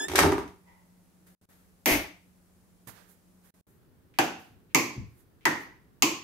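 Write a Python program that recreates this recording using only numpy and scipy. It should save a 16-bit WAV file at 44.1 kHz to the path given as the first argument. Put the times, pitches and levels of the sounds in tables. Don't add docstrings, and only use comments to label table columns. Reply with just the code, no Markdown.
import sys
import numpy as np
from scipy import signal
from scipy.fft import rfft, irfft
from scipy.io import wavfile
from scipy.ndimage import uniform_filter1d

SR = 44100
rng = np.random.default_rng(int(sys.argv[2]) if len(sys.argv) > 2 else 0)


def pcm_store(signal):
    levels = np.round(np.clip(np.atleast_2d(signal), -1, 1) * 32767)
    wavfile.write(sys.argv[1], SR, levels.astype(np.int16).T)


N = 274743
T = np.arange(N) / SR
MOVE_S = 3.64

# pitch in Hz, width in Hz, level in dB.
LATCH_MODES = [(1500, 1200, 4), (2480, 700, 2), (3160, 1000, 0), (6300, 1200, -1.5), (8300, 1600, -2.5),
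               (12700, 1700, -4)]
# pitch in Hz, width in Hz, level in dB.
DOOR_MODES = [(290, 23, -5), (393, 34, 0), (546, 110, -13.5), (653, 360, 6), (944, 110, -1.5),
              (1220, 230, -6), (1720, 500, -11.5)]


def undb(db):
    return 10 ** (np.asarray(db, float) / 20)


def unit(x):
    return x / np.sqrt(np.mean(x ** 2))


def pan(db):
    return undb([[db / 2], [-db / 2]])


def add(out, x, s):
    i = int(s * SR)
    out[:, i:i + x.shape[1]] += x[:, :N - i]


def on_log(hz, table):
    freqs, values = np.transpose(table)
    return np.interp(np.log(np.maximum(hz, 1)), np.log(freqs), values)


def curve(rows, column=1):
    rows = np.array(rows, float)
    return undb(np.interp(T, rows[:, 0], rows[:, column], left=-200, right=-200))


def swell(s, rise_s, hold_s, fade_db_s):
    rise_db = np.minimum(20 * (T - s) / rise_s, 0)
    fade_db = fade_db_s * np.maximum(T - s - hold_s, 0)
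    return undb(np.maximum(rise_db - fade_db, -200))


def after(hits, column, t60):
    power = np.zeros(N)
    hits = np.array(hits)
    power[(hits[:, 0] * SR).astype(int)] = undb(2 * hits[:, column])
    return np.sqrt(signal.lfilter([1], [1, -undb(-120 / (t60 * SR))], power))


def wander(hz):
    span = int(SR / hz)
    drift = uniform_filter1d(rng.standard_normal(N), span, mode="wrap")
    return unit(uniform_filter1d(drift, span, mode="wrap"))


def ring(x, modes):
    return sum((-1) ** k * undb(db) * SR / (2 * np.pi * width)
               * signal.lfilter(*signal.iirpeak(hz, hz / width, SR), x)
               for k, (hz, width, db) in enumerate(modes))


def ringing_noise(modes, shape=(2, N)):
    return unit(ring(rng.standard_normal(shape), modes))


def chatter(size, ms):
    x = rng.standard_normal((2, size)) * np.exp(-np.arange(size) / (ms * SR / 1000))
    return x / np.sqrt(np.sum(x ** 2, axis=1, keepdims=True))


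def diffuse(size, alike=1.0):
    # frequency in Hz, left-right correlation.
    likeness = [(60, 0.31), (300, 1), (650, .35), (1400, .08), (16000, 0.16)]
    hz = np.fft.rfftfreq(size, 1 / SR)
    like = np.clip(alike * on_log(hz, likeness), 0, 1)
    mid, side = rfft(rng.standard_normal((2, size)))
    return hz, np.sqrt(1 + like) * mid + np.array([[1], [-1]]) * np.sqrt(1 - like) * side


def room(t60, hold_ms=5, rise_ms=6):
    # frequency in Hz, multiple of the room's t60.
    decay_share = [(100, 1.5), (300, 1.1), (1000, 1.25), (4000, 1.328), (12000, 0.91)]
    t = np.arange(int(.6 * SR)) / SR
    fading_s = np.maximum(t - hold_ms / 1000, 0)
    hz, pair = diffuse(len(t))
    tail = 0
    for centre in 45 * 2 ** np.arange(0, 9, .5):
        window = np.clip(1 - np.abs(2 * np.log2(np.maximum(hz, 1) / centre)), 0, 1)
        decay = undb(-60 * fading_s / (t60 * on_log(centre, decay_share)))
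        tail = tail + irfft(pair * window, len(t)) * decay
    build_up = 1 - np.exp(-(t * 1000 / rise_ms) ** 2)
    return unit(tail * build_up) / np.sqrt(len(t))


def background():
    # frequency in Hz, relative level in dB.
    stairs = [(18, -42), (30, -16), (93, -10), (145, -20), (179, -6.5), (210, -16), (540, -24), (3490, -39),
              (11100, -36), (16000, -40)]
    hall = [(18, -57.5), (30, -15), (93, -5), (194, -10), (259, -12), (415, -15), (486, -20), (616, -25),
            (1860, -30), (2010, -34.5), (6900, -42), (16000, -37.5)]

    def room_tone(spectrum, db):
        hz, pair = diffuse(N, alike=0.67)
        return undb(db) * unit(irfft(pair * undb(on_log(hz, spectrum)), N))
    stairs_tone, hall_tone = room_tone(stairs, db=-63), room_tone(hall, db=-61)
    hum_hz, hum_db = 180.8, -63
    hum = undb(hum_db + .8 * wander(8)) * np.sin(2 * np.pi * hum_hz * T + .2 * wander(4))
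    return np.where(T < MOVE_S, stairs_tone + hum, hall_tone)


def clothes():
    # time of full level in seconds, rise and hold in seconds, fade in dB per second,
    # fine hiss in dB, coarse rub in dB, left minus right in dB.
    rustles = [(1.269, .008, 0.0059, 162, -62.5, -63, -0.5), (1.5, 0.046, .03, 73.5, -67, -66.5, 0.5),
               (2.873, 0.003, 0.021, 452, -51, -51.5, -12.5),
               (2.963, 0.078, 0.031, 127, -68.5, -60.5, -13.5), (3.092, 0.019, 0.029, 400, -63.5, -76, -11),
               (3.45, 0.031, .01, 114, -66, -67.5, -8.5), (3.689, .08, 0.013, 92, -71.5, -82, 5),
               (4.4, 0.036, .01, 109, -66, -62, -7), (5.2, .13, 0.0076, 347, -66, -72.5, -5),
               (5.605, 0.028, 0.011, 220, -59, -68, -0.5)]
    fine = ringing_noise([(12400, 4600, 26), (6270, 1000, 4.5)])
    coarse = ringing_noise([(1720, 780, -2.5), (437, 300, -10), (3500, 3000, -2.0)])
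    out = np.zeros((2, N))
    for s, rise_s, hold_s, fade_db_s, fine_db, coarse_db, lr_db in rustles:
        cloth = undb(fine_db) * fine + undb(coarse_db) * coarse
        out += cloth * swell(s, rise_s, hold_s, fade_db_s) * pan(lr_db)
    return out


def floor_thuds():
    # start in seconds, level in dB, pitch in Hz.
    thuds = [(1.916, -25, 41), (2.871, -42.5, 110), (4.506, -50, 93.6), (4.965, -35.5, 123),
             (4.979, -27, 94), (5.015, -52, 165), (5.041, -60, 111)]
    out = np.zeros((2, N))
    reverb = room(t60=0.28)
    push = np.pad(np.hanning(int(0.0018 * SR)), (0, 8192))
    for s, db, hz in thuds:
        thud = ring(push / push.sum(), [(hz, 35, 0), (3.1 * hz, 70, -6)])
        tail = signal.fftconvolve(reverb, thud[None])[:, :len(thud)]
        add(out, undb(db) * (thud + undb(1) * tail), s)
    return out


def fingertip():
    # start in seconds, end in seconds, level in dB.
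    presses = [(4.139, 4.18, -64), (4.695, 4.73, -70.5), (5.409, 5.451, -66.5), (5.995, 5.996, -73.5)]
    out = np.zeros((2, N))
    for start, end, db in presses:
        grains = rng.standard_normal((2, int((end - start) * SR))) ** 3
        creak = ring(grains, [(2270, 700, 6.5), (4200, 1400, -8)])
        add(out, undb(db) * unit(creak), start)
    return out


def knob_squeak():
    # time in seconds, pitch in Hz, relative level in dB.
    glide = [(0, 1680, -49.5), (.015, 1720, -45.5), (.045, 1744, -45), (.054, 1810, -48),
             (.062, 1794, -52.5), (.085, 1820, -62.5)]
    # multiple of the pitch, level in dB.
    harmonics = [(1, -1), (2, -3), (3, -9), (4, -1.5), (5, -8.5), (6, -14.5), (7, -19)]
    s, hz = np.transpose(glide)[:2]
    pitch = np.interp(T, s, hz) * (1 + 0.0067 * wander(700))
    phase = 2 * np.pi * np.cumsum(pitch) / SR + np.array([[0], [.6]])
    squeak = sum(undb(db + 3.5 * wander(120)) * np.sin(k * phase) for k, db in harmonics)
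    scrape = ringing_noise(LATCH_MODES + DOOR_MODES)
    return (squeak + undb(-3) * scrape) * curve(glide, column=2)


def door():
    hits = [(.083, -30, -47.5, -38, -9.5), (.097, -33, -49, -31, -1.5), (.116, -31, -46.5, -28, -3.5),
            (.135, -32.5, -52.5, -26.5, -3), (.151, -46, -36.5, -20.5, -1.5),
            (.156, -12.5, -26.5, -32, 1.5), (0.181, -18.5, -26.5, -24, 0.5), (.189, -11, -5, -24.5, -4.5),
            (.2, -22, -18, -20, -6), (0.227, -21.5, -18, -25.5, -0.5), (.236, -32, -10.5, -14, 2.5),
            (.243, -37, -28, -17, -8.5), (.252, -41, -23, -14.5, 2), (.262, -31, -25.5, -14.5, -1),
            (0.319, -29.5, -30.5, -33, 6.5), (.324, -44, -16.5, -17, -3.5), (0.381, -37, -22, -25.5, 1),
            (0.427, -48, -51, -48, -4), (0.478, -50.5, -57.5, -55.5, -9)]
    # pitch in Hz, width in Hz, level in dB.
    bolt_modes = [(830, 580, 4), (1205, 28, -10.5), (1431, 1200, 7)]
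    swing_modes = [(87, 45, -4), (45, 96, -13), (164.9, 60, -5.5)]
    hinge_modes = [(899, 120, 9), (1877, 46, -2.5), (2024, 92, 3.5)]
    # time in seconds, level in dB.
    swing_levels = [(.07, -47.5), (.18, -43.5), (.235, -28), (.26, -29), (.37, -52), (.4, -43),
                    (.43, -53.5), (.5, -63.5)]
    knob = knob_squeak()
    shudder = undb(-13.5) * ringing_noise(DOOR_MODES, N) * after(hits, column=3, t60=.12)
    grains = rng.standard_normal((2, N)) ** 3
    rattle = undb(-4.5) * unit(ring(grains, LATCH_MODES)) * after(hits, column=1, t60=.1)
    swing = ringing_noise(swing_modes, N) * curve(swing_levels)
    hinge = undb(-59.5) * ringing_noise(hinge_modes) * swell(0.685, rise_s=.05, hold_s=0, fade_db_s=88.5)
    out = .4 * knob + shudder + rattle + swing + hinge
    push = np.pad(np.hanning(16) / 8, (0, 8192 - 16))
    bolt, leaf = ring(push, bolt_modes), ring(push, DOOR_MODES)
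    for s, spring_db, bolt_db, leaf_db, lr_db in hits:
        spring = ring(chatter(len(push), ms=1), LATCH_MODES)
        hit = undb(spring_db) * spring + undb(bolt_db) * bolt + undb(leaf_db) * leaf
        add(out, hit * pan(lr_db), s)
    send = out[:, :SR].mean(axis=0)
    add(out, undb(-3) * signal.fftconvolve(room(t60=0.3), send[None]), 0)
    return out + 3.03 * knob


def rockers():
    switches = [(1.858, -17, 1, 2200, 500, 631, 907, 2.37, -1.5, -21.5, -14, -10, 2.5),
                (4.187, -14.5, -0.5, 2650, 600, 774.5, 1554, 8.5, -10.5, -15.5, -5.5, -7, -4),
                (4.747, -11.5, -1, 2177, 380, 1074, 2700, 7.9, -8.5, -14.5, -11, -1.5, -1),
                (5.454, -14, -1, 1917, 221, 960, 1330, 2.2, -3.5, -16.5, -8, -10, -7),
                (6.023, -9.5, -0.5, 2480, 700, 1096, 3140, 6.4, -5, -22, -14, -2.5, -4)]
    # pitch in Hz, width in Hz, level in dB.
    wall_modes = [(107, 65, -8.5), (312, 60, 9.5)]
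    contact_modes = [(3500, 1400, -7.5), (4487, 790, -3.5), (6480, 820, -0.5), (7650, 230, -13.5)]
    tick_modes = [(12400, 3100, 1)]
    # multiple of its pitch, width in Hz, level in dB.
    plate_modes = [(0.659, 200, -9.5), (1, 150, 3)]
    stairwell, hallway = (19.9, 0.3, 73), (8.36, 0.36, 5.1)
    out, blow = np.zeros((2, N)), signal.unit_impulse(4096)
    for (s, db, lr_db, rocker_hz, width_hz, plate_hz, frame_hz, bounce_ms,
         bounce_db, wall_db, plate_db, contacts_db, tick_db) in switches:
        room_db, t60, hold_ms = stairwell if s < MOVE_S else hallway
        plate = [(k * plate_hz, width, level) for k, width, level in plate_modes]
        frame = [(frame_hz, 0.22 * frame_hz, 2.5)]

        def plastic(x):
            return undb(plate_db) * ring(x, plate + frame) - ring(x, [(rocker_hz, width_hz, 0)])

        def metal(x):
            return undb(contacts_db) * ring(x, contact_modes) + undb(tick_db) * ring(x, tick_modes)

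        def bounce(first, second):
            return first + undb(bounce_db) * np.roll(second, int(bounce_ms * SR / 1000), axis=-1)
        scatter = bounce(chatter(len(blow), ms=1.6), chatter(len(blow), ms=2.2))
        loose = chatter(len(blow), ms=12)
        wall = undb(wall_db) * ring(blow, wall_modes)
        clack = plastic(0.79 * bounce(blow, blow) + 3.83 * loose)
        click = metal(4.3 * scatter + 0.77 * loose)
        near = clack + click + 0.39 * wall
        sends = wall + metal(blow), plastic(blow)
        tail = undb(room_db) * sum(signal.fftconvolve(room(t60, hold_ms), x[None]) for x in sends)
        add(out, undb(db) * tail * pan(1.4 * lr_db), s)
        add(out, undb(db) * near * pan(lr_db), s)
    return out


def scene():
    return door() + rockers() + fingertip() + floor_thuds() + clothes() + background()


def record(dry):
    # start in seconds, end in seconds, gain at the middle of the gap in dB.
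    dropouts = [(1.35, 1.413, -35), (1.456, 1.489, -22), (3.506, 3.54, -33), (3.612, 3.668, -38)]
    edge_lift_db, shelf_hz, cut_hz = 6, 15650, 16900
    gain = np.ones(N)
    for start, end, db in dropouts:
        gap = (T > start) & (T < end)
        arch = np.sin(np.pi * (T[gap] - start) / (end - start))
        gain[gap] = undb(db + edge_lift_db * (1 - arch))
    gapped = np.tanh(dry) * uniform_filter1d(gain, size=44)
    shelved = signal.sosfilt(signal.ellip(6, .2, 25, shelf_hz, fs=SR, output="sos"), gapped)
    return signal.sosfilt(signal.ellip(10, .2, 70, cut_hz, fs=SR, output="sos"), shelved)


dry = scene()
out = record(dry)
pcm_store(out)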